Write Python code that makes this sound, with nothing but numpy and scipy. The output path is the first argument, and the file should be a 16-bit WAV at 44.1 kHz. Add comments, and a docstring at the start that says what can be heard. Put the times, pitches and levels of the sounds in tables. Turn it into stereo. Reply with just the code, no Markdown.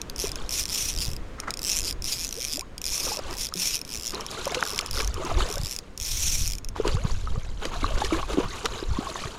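"""A spinning reel clicks close by as a fish pulls line: a pawl ticks over the spool teeth, from lone clicks to a buzz.
Each click is a short bending ring of the pawl plus ringing spool parts and a speck of noise.
The fish thrashes in a pond: noise slaps, gulping air pockets, swarms of bubbles, spray and rising swirl notes.
Filtered noise makes the scuffs of a hand, the air and sleeves buffeting the microphone, and a faint breeze."""
import sys
import numpy as np
from scipy import signal
from scipy.fft import rfft, irfft, next_fast_len
from scipy.io import wavfile
from scipy.ndimage import uniform_filter1d

SR = 44100
rng = np.random.default_rng(int(sys.argv[2]) if len(sys.argv) > 2 else 0)


def wrap_up_sound(samples):
    """Save the sound to the file named by the first command line argument, as 16-bit audio."""
    columns = np.atleast_2d(samples).T
    # keep every value between -1 and 1, then stretch to whole-number steps
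    tamed = np.clip(columns, -1, 1)
    steps = np.round(tamed * 32767).astype(np.int16)
    wavfile.write(sys.argv[1], SR, steps)


N = 413725
TIME = np.arange(N) / SR

# All levels in the tables are starting levels; the functions trim or vary many of them.
# breeze in the reeds, tone colour: (frequency [Hz], relative level [dB])
REED_COLOUR = [(88, -11.5), (150, -6), (331, -6.5), (357, -8), (468, -8), (601, -13), (742, -15),
               (818, -18), (1070, -15), (1670, -19.5), (2600, -24.5), (6940, -34.5), (15000, -51)]
# breeze, loudness over time: (time [s], level [dB])
BREEZE_LEVEL = [(0, -43.5), (2.7, -47), (4, -47.5), (6.2, -49), (9.38, -50)]
# gusts of air and sweeps of a sleeve over the microphone: (middle [s], half length [s], level [dB])
GUSTS = [(.55, 0.4, -36.5), (1.122, 0.25, -29), (1.947, 0.3, -33), (3.24, 0.34, -38.5), (4.2, .07, -41),
         (5.069, 0.13, -25), (5.383, 0.079, -24), (5.6, 0.058, -24), (6.406, .25, -25.5),
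         (6.983, 0.24, -21.5), (7.403, 0.25, -27.5), (7.984, 0.21, -24), (8.35, 0.49, -32.5),
         (8.916, 0.042, -21.5), (9.26, 0.065, -35)]
# rumble of air and sleeves, tone colour: (frequency [Hz], relative level [dB])
RUMBLE_COLOUR = [(12, 7), (28, 7), (60, 1.5), (110, -7.5), (170, -18.5), (300, -28.5), (700, -85)]
# soft knocks on the camera mount: (time [s], peak level [dB], pitch [Hz])
KNOCKS = [(1.085, -22.5, 110.3), (1.133, -29, 100), (5.095, -20, 45.04), (5.371, -16, 45.1),
          (5.601, -22, 100.4), (5.638, -20.5, 90), (6.157, -25, 40.5), (6.95, -14.5, 98),
          (7.053, -13.5, 113), (7.38, -18.5, 102), (8.459, -24, 90), (8.917, -15.5, 68),
          (9.258, -24.5, 102)]
# a hand shifts its grip on the rod, one scuff each: (time [s], level [dB])
GRIP_SCUFFS = [(1.391, -39.5), (1.434, -37.5), (1.483, -30)]
# skin on the handle, tone colour: (frequency [Hz], relative level [dB])
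GRIP_COLOUR = [(300, -10), (800, -9.5), (1300, 0.5), (1600, -9), (2100, -8), (2500, -25), (7000, -28),
               (14000, -52)]
# hollows in the water that close: (start [s], length [s], first pitch [Hz], last pitch [Hz], level [dB])
SWIRLS = [(2.365, 0.046, 399, 595.7, -37.5), (2.53, 0.086, 219.9, 441, -39.5),
          (2.57, 0.077, 512, 1365, -43.5), (6.92, 0.14, 330, 820, -39.5), (7.05, 0.065, 438, 563, -50),
          (7.32, 0.076, 335, 608, -41)]
# trapped air pockets: (time [s], starting pitch [Hz], level [dB], time to fade by 60 dB before stretching [s])
AIR_POCKETS = [(0.24, 404, -19.5, 0.034), (2.579, 604, -29, .02), (3.067, 507, -27, 0.035),
               (3.117, 835, -25.5, 0.04), (3.191, 531, -21, 0.016), (3.524, 1240, -27.5, 0.016),
               (3.553, 360, -29, 0.033), (3.559, 180, -35.5, .3), (4.468, 548, -18.5, 0.034),
               (4.476, 980, -21.5, 0.021), (4.57, 497, -23, .067), (4.627, 1400, -2.5, 0.0049),
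               (5.179, 428, -23.5, 0.02), (5.315, 665, -20.5, 0.032), (5.406, 1205, -15.5, 0.011),
               (5.571, 561, -29, 0.053), (6.762, 965, -20, 0.01), (6.799, 428, -13, 0.034),
               (6.848, 980, -23, 0.043), (6.853, 423, -13.5, 0.017), (6.869, 368, -10.5, 0.015),
               (6.969, 1100, -24.5, 0.014), (7.273, 1250, -26, .033), (7.358, 1150, -31, 0.023),
               (7.654, 490, -18.5, 0.018), (7.83, 278, -21.5, 0.035), (7.843, 1137, -13, .021),
               (8.019, 825, -15, 0.028), (8.123, 320, -16.5, 0.1), (8.229, 1080, -21, 0.023),
               (8.34, 317, -24, 0.061), (8.373, 335, -13, 0.03), (8.383, 302, -6, 0.025),
               (8.399, 474, -21, 0.044), (8.661, 1280, -13, 0.0094), (8.826, 350, -18, 0.021),
               (8.987, 246, -8.5, 0.018), (9.069, 1064, -27, 0.051), (9.157, 1020, -19, 0.012)]
# slaps of tail and body on the water: (time [s], level [dB], centre [Hz], time to fade by 60 dB [s])
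SLAPS = [(4.445, -23, 3470, 0.02), (4.546, -15.5, 2960, 0.037), (4.625, -20, 1380, 0.0041),
         (4.79, -11, 3440, 0.012), (5.002, -20.5, 2537, 0.036), (5.403, -26, 2513, 0.02),
         (6.877, -19.5, 3020, 0.013), (7.653, -21, 2660, 0.02), (8.047, -17.5, 3160, 0.035),
         (8.331, -25, 2470, 0.032), (8.401, -33, 2500, 0.13), (8.656, -13.5, 3040, 0.019)]
# strokes of the thrashing fish:
# (height of the stroke [s], swell [s], time to fade by 60 dB [s], churn level [dB], spray level [dB])
STROKES = [(0.251, 0.011, 0.18, -36, -41.5), (.42, 0.17, 0.9, -46, -49), (3.11, 0.14, 1.4, -39.5, -47.5),
           (3.321, 0.079, 0.13, -37, -41), (4.15, 0.023, 0.64, -32.5, -43),
           (4.33, 0.044, 2.1, -38.5, -39.5), (4.578, .17, 1.4, -34.5, -40), (4.79, 0.078, .5, -35, -42.5),
           (5.001, 0.063, 0.31, -32, -38), (5.31, 0.18, 0.94, -33, -42.5), (5.408, 0.048, 0.55, -27, -35),
           (5.571, 0.021, 0.12, -51, -46.5), (6.769, 0.013, 0.32, -33.5, -44.5),
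           (6.87, 0.028, 0.52, -32.5, -39.5), (7.07, 0.033, 0.73, -41, -43), (7.37, 0.3, 1.5, -48, -51),
           (7.657, 0.048, .2, -36, -40.5), (7.749, 0.023, .25, -35, -41.5), (7.87, 0.18, 2.7, -36.5, -42.5),
           (8.04, 0.11, 0.72, -34, -38), (8.139, 0.032, 0.34, -28, -36), (8.321, 0.039, 0.18, -28, -38),
           (8.39, 0.034, 0.37, -30, -43), (8.56, 0.092, 0.66, -38, -40.5), (8.654, 0.011, 0.1, -29, -38),
           (8.8, 0.14, 0.32, -40, -42), (9.08, 0.25, 2.2, -37, -43.5), (9.27, 0.18, 0.19, -40, -39)]
# bubbles and wash, tone colour: (frequency [Hz], relative level [dB])
BUBBLE_COLOUR = [(200, 3.5), (320, -2.5), (480, -1.5), (750, -3), (1150, 5), (1800, -11.5), (3000, -5),
                 (6000, -34)]
# thrown drops and mist, tone colour: (frequency [Hz], relative level [dB])
SPRAY_COLOUR = [(500, -6), (1300, -2), (2000, -9), (3900, 3), (5300, -1.5), (7000, 1.5), (8300, -8),
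                (10500, -8.5), (14000, -21), (16000, -56)]
# the two microphone ports: (frequency [Hz], left minus right level [dB], lead of the left [radians])
PORTS = [(300, 0, -0.14), (790, -2, -0.47), (1760, 0.5, -0.81), (2080, -9, -0.46), (2900, -0.5, -.5),
         (5660, -3, -0.69), (7300, 0, 0.48), (9900, 0, -0.1), (11300, 2, -0.8), (13600, 1, 1.4)]
# lone clicks of the pawl: (time [s], level [dB])
LONE_CLICKS = [(.016, -21.5), (.098, -22), (.357, -22), (1.401, -21), (1.506, -18), (1.539, -21),
               (1.572, -23), (2.609, -21), (2.78, -23.5), (4.208, -23.5), (4.264, -21), (4.313, -25),
               (4.455, -20.5), (4.477, -24), (4.519, -26), (4.861, -21), (4.871, -31.5), (5.142, -23.5),
               (5.25, -26), (6.646, -24), (6.687, -24)]
# pulls of the fish that slip the drag:
# (start [s], rise [s], fall [s], top speed before creep [clicks per s], click level [dB])
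PULLS = [(0.161, 0.061, 0.095, 169, -21), (.492, 0.071, 0.092, 430, -23), (0.661, 0.12, 0.19, 440, -24),
         (.93, 0.094, 0.14, 106, -22.5), (1.005, 0.021, .025, 190, -19.5), (1.592, 0.12, 0.14, 196, -20),
         (1.818, 0.06, .048, 227, -22), (2.022, 0.093, 0.098, 310, -22), (2.168, 0.059, 0.077, 158, -23),
         (2.25, 0.27, 0.074, 135, -22), (2.816, 0.13, .14, 212, -22), (2.969, 0.15, 0.071, 220, -23),
         (3.309, 0.025, 0.039, 67, -26), (3.36, 0.045, 0.083, 265, -23), (3.538, 0.097, .18, 366, -21.5),
         (3.85, .085, .105, 100, -25), (3.99, 0.077, 0.079, 102, -24.5), (4.608, 0.085, .117, 87, -22),
         (4.911, 0.044, 0.12, 125, -22.5), (5.466, 0.032, .10, 62, -25.5), (5.59, 0.13, 0.068, 112, -24.5),
         (5.976, .15, .18, 330, -24.5), (6.16, 0.12, .303, 304, -23)]
# ringing modes of spool and body: (pitch [Hz], rough time to fade by 60 dB [s], level [dB])
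SPOOL_MODES = [(2550, .011, -18), (3350, .007, -17), (4100, .006, -16), (7000, .004, -7), (9270, .006, -14),
               (9900, .01, -18), (11500, .003, -16), (13900, .002, -14)]
# noise where pawl and teeth touch, tone colour: (frequency [Hz], relative level [dB])
CONTACT_COLOUR = [(500, -14.5), (1700, -11.5), (2500, -5), (4200, -3), (5500, -1), (7200, -6), (8300, -5.5),
                  (9500, -6), (12000, -8.5), (14500, -8), (15700, -39)]

TOP_HZ = 15900
CALM_DB = -40.5  # rumble between the gusts, before trimming
SCUFF_SWELL_S, SCUFF_T60_S = 0.0088, 0.13
SPRAY_LINGERS = 1.75  # thrown drops outlast the churning by this factor
WASH_DB = -3.5
CREEP_RATE = 22  # clicks per s, added whenever the spool moves
PULL_SHAPE = 1.4  # how peaked a pull is
# the pawl's basic pitch, its rise per click per s, and the time over which speed is averaged for it
PAWL_REST_HZ, PAWL_RISE_HZ, PAWL_AVERAGE_S = 5228, 1.21, 0.2
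RUB_GROWTH = .6  # power by which rubbing grows with speed
# change in click force per doubling of speed, counted from this many clicks per s
FLICK_DB, FLICK_AT_RATE = -0.12, 127


def undb(db):
    """Turn decibels into a multiplying factor."""
    return 10 ** (np.asarray(db) / 20)


def unit(x):
    """Scale to an average strength (rms) of 1."""
    return x / np.sqrt(np.mean(x ** 2) + 1e-18)


def add(out, s, sound):
    """Mix a sound in from time s on."""
    i = int(np.clip(s * SR, 0, N - 1))
    out[..., i:i + sound.shape[-1]] += sound[..., :N - i]


def fade(t, t60):
    """Die away steadily, by 60 dB in t60 seconds."""
    return np.exp(-np.log(1000) * t / t60)


def swell(s, rise_s, t60):
    """Swell to 1 at time s, then die away."""
    t = TIME - s
    drop = np.where(t < 0, (t / rise_s) ** 2, np.log(1000) * t / t60)
    return np.exp(-np.minimum(drop, 20))


def walk(rate):
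    """Wander slowly by chance, with a spread of 1."""
    step = max(int(SR / rate), 1)
    held = np.repeat(rng.standard_normal(N // step + 1), step)
    return unit(uniform_filter1d(held, step)[:N])


def colour(x, points):
    """Shape a sound by a tone colour table, keeping the power of white noise."""
    size = next_fast_len(N + 2048)
    hz, db = np.transpose(points)
    f = np.arange(size // 2 + 1) * SR / size
    gain = undb(np.interp(np.log(f + 1), np.log(hz), db))
    return irfft(rfft(x, size) * unit(gain), size)[..., :N]


def stereo(mid, side=0, pan_db=0):
    """Make left and right from their shared and opposite parts."""
    return np.array([(mid + side) * undb(pan_db / 2), (mid - side) * undb(-pan_db / 2)])


def at_ports(x):
    """The camera's body gives each port its own level and timing at each pitch."""
    size = next_fast_len(N + 2048)
    hz, pan_db, lead = np.transpose(PORTS)
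    f = np.arange(size // 2 + 1) * SR / size
    half = undb(np.interp(f, hz, pan_db) / 2) * np.exp(.5j * np.interp(f, hz, lead))
    return irfft(rfft(x, size) * np.array([half, 1 / half]), size)[:, :N]


def scatter(x, wet_db, t60):
    """Ground, body and reeds throw back a short diffuse tail."""
    t = np.arange(SR // 4) / SR
    tail = rng.standard_normal((2, len(t))) * fade(t, t60) * (t > .003)
    tail /= np.sqrt(np.sum(tail ** 2, axis=1, keepdims=True))
    return x + undb(wet_db) * signal.fftconvolve(x, tail, axes=1)[:, :N]


def reeds(width=0.28):
    """A faint, gently swelling breeze along the bank, made of shaped noise."""
    level_db = np.interp(TIME, *np.transpose(BREEZE_LEVEL)) + walk(2.954)
    mid, side = colour(rng.standard_normal((2, N)), REED_COLOUR) * undb(level_db)
    return stereo(mid, width * side)


def buffeting(air_db=-3, lumps_db=3, bump_db=0, width=0.058):
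    """Lumpy rumble of air and sleeves, with soft knocks through the mount; stronger on the right."""
    power = undb(CALM_DB) ** 2
    for s, half_s, db in GUSTS:
        gust = undb(db) / (1 + ((TIME - s) / half_s) ** 4)
        power = power + gust ** 2
    level_db = air_db + 10 * np.log10(power) + lumps_db * walk(28)
    mid, side = colour(rng.standard_normal((2, N)), RUMBLE_COLOUR) * undb(level_db)
    for s, db, hz in KNOCKS:
        # one smooth bump with a dip on either side
        turn = np.pi * hz * (TIME - s)
        mid = mid + undb(db + bump_db) * (1 - 2 * turn ** 2) * np.exp(-turn ** 2)
    return stereo(mid, width * side, pan_db=-5)


def grip(slips_per_s=900, hiss=0.12):
    """Skin sticks and slips on the cork handle in short scuffs."""
    slipping = rng.random(N) < slips_per_s / SR
    slips = (slipping + hiss) * rng.standard_normal(N)
    pressure = sum(undb(db) * swell(s, SCUFF_SWELL_S, SCUFF_T60_S) for s, db in GRIP_SCUFFS)
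    return stereo(unit(colour(slips, GRIP_COLOUR)) * pressure)


def swirls(rough=.5):
    """A hollow left by the fish's tail shrinks, so its note climbs."""
    out = np.zeros(N)
    waver = 1 + rough * walk(150)
    for s, length, first_hz, last_hz, db in SWIRLS:
        u = np.linspace(0, 1, int(length * SR))
        hz = first_hz * (last_hz / first_hz) ** u
        note = np.sin(2 * np.pi * np.cumsum(hz) / SR)
        add(out, s, undb(db) * np.sin(np.pi * u) * note)
    return stereo(out * waver)


def bubble(hz, t60, glide, rise_cycles):
    """An air pocket rings and climbs in pitch as it nears the surface."""
    t = np.arange(int(t60 * SR) + 2) / SR
    ring = np.sin(2 * np.pi * hz * (t + glide * t * t / t60 / 2))
    onset = 1 - np.exp(-(t * hz / rise_cycles) ** 2)
    return ring * fade(t, t60) * onset


def swarm(low_hz, high_hz, cycles, glide, scatter_db, width, count):
    """A steady swarm of small bubbles of all sizes, each from its own direction."""
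    out = np.zeros((2, N))
    for when, size, ring, loud, where in rng.random((count, 5)):
        hz = low_hz * (high_hz / low_hz) ** size
        sound = bubble(hz, cycles * (.5 + ring) / hz, glide, 0.92)
        sound = sound * undb(-scatter_db * np.log(loud + .04))  # a few stand out
        lean = width * (where - .5)
        add(out, when * N / SR, np.outer([1 + lean, 1 - lean], sound))
    return out


def blows(plop_db=3, glide=0.095, ring=1.22, slap_db=-3, slap_octaves=0.88):
    """Slaps crack on the surface as bursts of noise; the air they drag under gulps."""
    out = np.zeros(N)
    for s, hz, db, t60 in AIR_POCKETS:
        add(out, s, undb(db + plop_db) * bubble(hz, ring * t60, glide, 0.46))
    t = np.arange(4096) / SR
    for s, db, hz, t60 in SLAPS:
        band = np.clip(hz * 2 ** (slap_octaves * np.array([-1, 1])), 50, .45 * SR)
        band_filter = signal.butter(2, band, "band", fs=SR, output="sos")
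        crack = signal.sosfilt(band_filter, rng.standard_normal(len(t)) * fade(t, t60))
        add(out, s, undb(db + slap_db) * crack / np.abs(crack).max() * 2)
    return stereo(out)


def thrashing(churn_db=-2, drops_db=1, mist_db=-5, width=0.045):
    """The fish's effort drives bubbles and the wash of broken water; thrown drops patter back through a mist."""
    effort, thrown = np.zeros((2, N))
    for s, rise_s, t60, db, spray_db in STROKES:
        effort = np.maximum(effort, undb(db) * swell(s, rise_s, t60))
        thrown = np.maximum(thrown, undb(spray_db) * swell(s, rise_s, SPRAY_LINGERS * t60))
    bubbles = swarm(326.2, 2057, cycles=26.0, glide=0.17, scatter_db=7.0, width=0.13, count=4500)
    churn = unit(colour(bubbles, BUBBLE_COLOUR))
    patter = swarm(1380, 13200, cycles=47, glide=0.11, scatter_db=7, width=0.71, count=16000)
    drops = unit(colour(patter, SPRAY_COLOUR))
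    # noise with a flickering level
    wash = colour(rng.standard_normal((2, N)) * undb(4.03 * walk(70)), BUBBLE_COLOUR)
    mist = colour(rng.standard_normal((2, N)) * undb(2 * walk(110)), SPRAY_COLOUR)
    mid, side = effort * undb(WASH_DB) * wash + thrown * undb(mist_db) * mist
    swarms = effort * undb(churn_db) * churn + thrown * undb(drops_db) * drops
    return swarms + stereo(mid, width * side)


def spool():
    """Each pull speeds the spool up and lets it run down: gives speed (clicks per s) and click level (dB)."""
    speed, weighted_db = np.zeros((2, N))
    for s, rise, fall, rate, db in PULLS:
        t = TIME[:int((rise + fall) * SR)]
        progress = np.interp(t, [0, rise, rise + fall], [0, .5, 1])
        hump = rate * np.abs(np.sin(np.pi * progress)) ** PULL_SHAPE + 1e-6
        add(speed, s, hump)
        add(weighted_db, s, hump * db)
    return speed + CREEP_RATE * (speed > 0), weighted_db / (speed + 1e-18)


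def teeth(speed, level_db, jitter=0.03, scatter_db=1.94, wobble_db=1.98):
    """One click (time, dB) each time the slipping spool turns by a tooth; its wobble makes the clicks swell."""
    clicks = list(LONE_CLICKS)
    for start, stop in np.flatnonzero(np.diff(speed > 0)).reshape(-1, 2) + 1:
        turned = np.cumsum(speed[start:stop]) / SR  # in teeth
        marks = np.linspace(0, turned[-1], round(turned[-1]) + 1)
        at = start + np.searchsorted(turned, marks)
        shift, loud, wobble = rng.standard_normal((512, 3))[:len(at)].T
        wobble = 2 * np.tanh(uniform_filter1d(wobble, size=4) * 2)
        shift = jitter * shift / np.maximum(speed[at], 100)
        force_db = level_db[at] + FLICK_DB * np.log2(speed[at] / FLICK_AT_RATE)
        clicks += zip(at / SR + shift, force_db + scatter_db * loud + wobble_db * wobble)
    return clicks


def flick(t, peak_s):
    """A ring's strength builds up until peak_s and is choked as the pawl seats."""
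    return (t / peak_s) ** 1.5 * np.exp(1.5 * (1 - t / peak_s))


def reel(pawl_db=-2.0, pawl_s=0.00081, chirp=0.28, detune=0.033, wander=0.036,
         mode_detune=0.042, mode_turn=0.74, mode_scatter_db=1.9, mode_drift_db=2.5,
         spool_db=-2, contact_db=-12, rub_db=-42, width=0.57,
         rim_hz=6700, rim_db=-40, bail_hz=3380, bail_db=-46):
    """Each tooth flicks the pawl, which rings with the spool; the turning spool also rubs, more with speed."""
    t = np.arange(512) / SR
    rings, contact = np.zeros((2, N))
    speed, level_db = spool()
    chance = rng.standard_normal((2048, len(SPOOL_MODES) + 1, 4))
    # as the spool turns, its modes are struck now better, now worse
    drift = 3 * uniform_filter1d(chance[:, 1:, 1:], size=9, axis=0)
    hz, t60, db = np.transpose(SPOOL_MODES)[:, :, None]
    # the pawl rings higher when the spool runs fast
    load = uniform_filter1d(speed, int(PAWL_AVERAGE_S * SR) + 1)
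    pawl_hz = (PAWL_REST_HZ + PAWL_RISE_HZ * load) * (1 + wander * walk(35))
    # the pawl starts stiff and high, and drops in pitch as it leaves the tooth
    bent = t + chirp * pawl_s * (1 - np.exp(-t / pawl_s))
    # the spool's thin rim and the wire bail sing on faintly after every click
    after = TIME[:SR // 5]
    rim = undb(rim_db) * np.sin(2 * np.pi * rim_hz * after)
    bail = undb(bail_db) * np.sin(2 * np.pi * bail_hz * after)
    singing = (rim + bail) * fade(after, .25)
    scrape = flick(t, .0008)
    for (s, click_db), luck, slow in zip(teeth(speed, level_db), chance, drift):
        click_hz = pawl_hz[int(s * SR)] * (1 + detune * luck[0, 0] - chirp / 4)
        pawl = np.sin(2 * np.pi * click_hz * bent) * flick(t, pawl_s)
        strength_db = db + mode_scatter_db * luck[1:, :1] + mode_drift_db * 2 * np.tanh(slow[:, :1])
        mode_hz = hz * (1 + mode_detune * slow[:, 1:2])
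        modes = np.sin(2 * np.pi * mode_hz * t + np.pi * mode_turn * slow[:, 2:])
        body = undb(strength_db) * flick(t, t60 / 8) * modes
        click = undb(pawl_db) * pawl + undb(spool_db) * body.sum(axis=0)
        add(rings, s, undb(click_db) * click)
        add(rings, s, undb(click_db) * singing)
        add(contact, s, undb(click_db + contact_db) * scrape)
    rub = undb(rub_db) * (speed / 300) ** RUB_GROWTH
    mid, side = colour((contact + rub) * rng.standard_normal((2, N)), CONTACT_COLOUR)
    # the higher the sound, the less alike it arrives at the two ports
    return at_ports(rings + mid) + stereo(0, width * np.diff(side, prepend=0))


def scene():
    """Reel close by, fish a few metres out, air all round."""
    water = scatter(at_ports(thrashing() + blows() + swirls()), wet_db=-27, t60=0.35)
    near = scatter(reel(), wet_db=-15, t60=.04)
    return reeds() + buffeting() + grip() + water + near


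def record(dry):
    """The camera cuts the top."""
    return signal.sosfilt(signal.ellip(8, .2, 70, TOP_HZ, fs=SR, output="sos"), dry)


dry = scene()
out = record(dry)
wrap_up_sound(out)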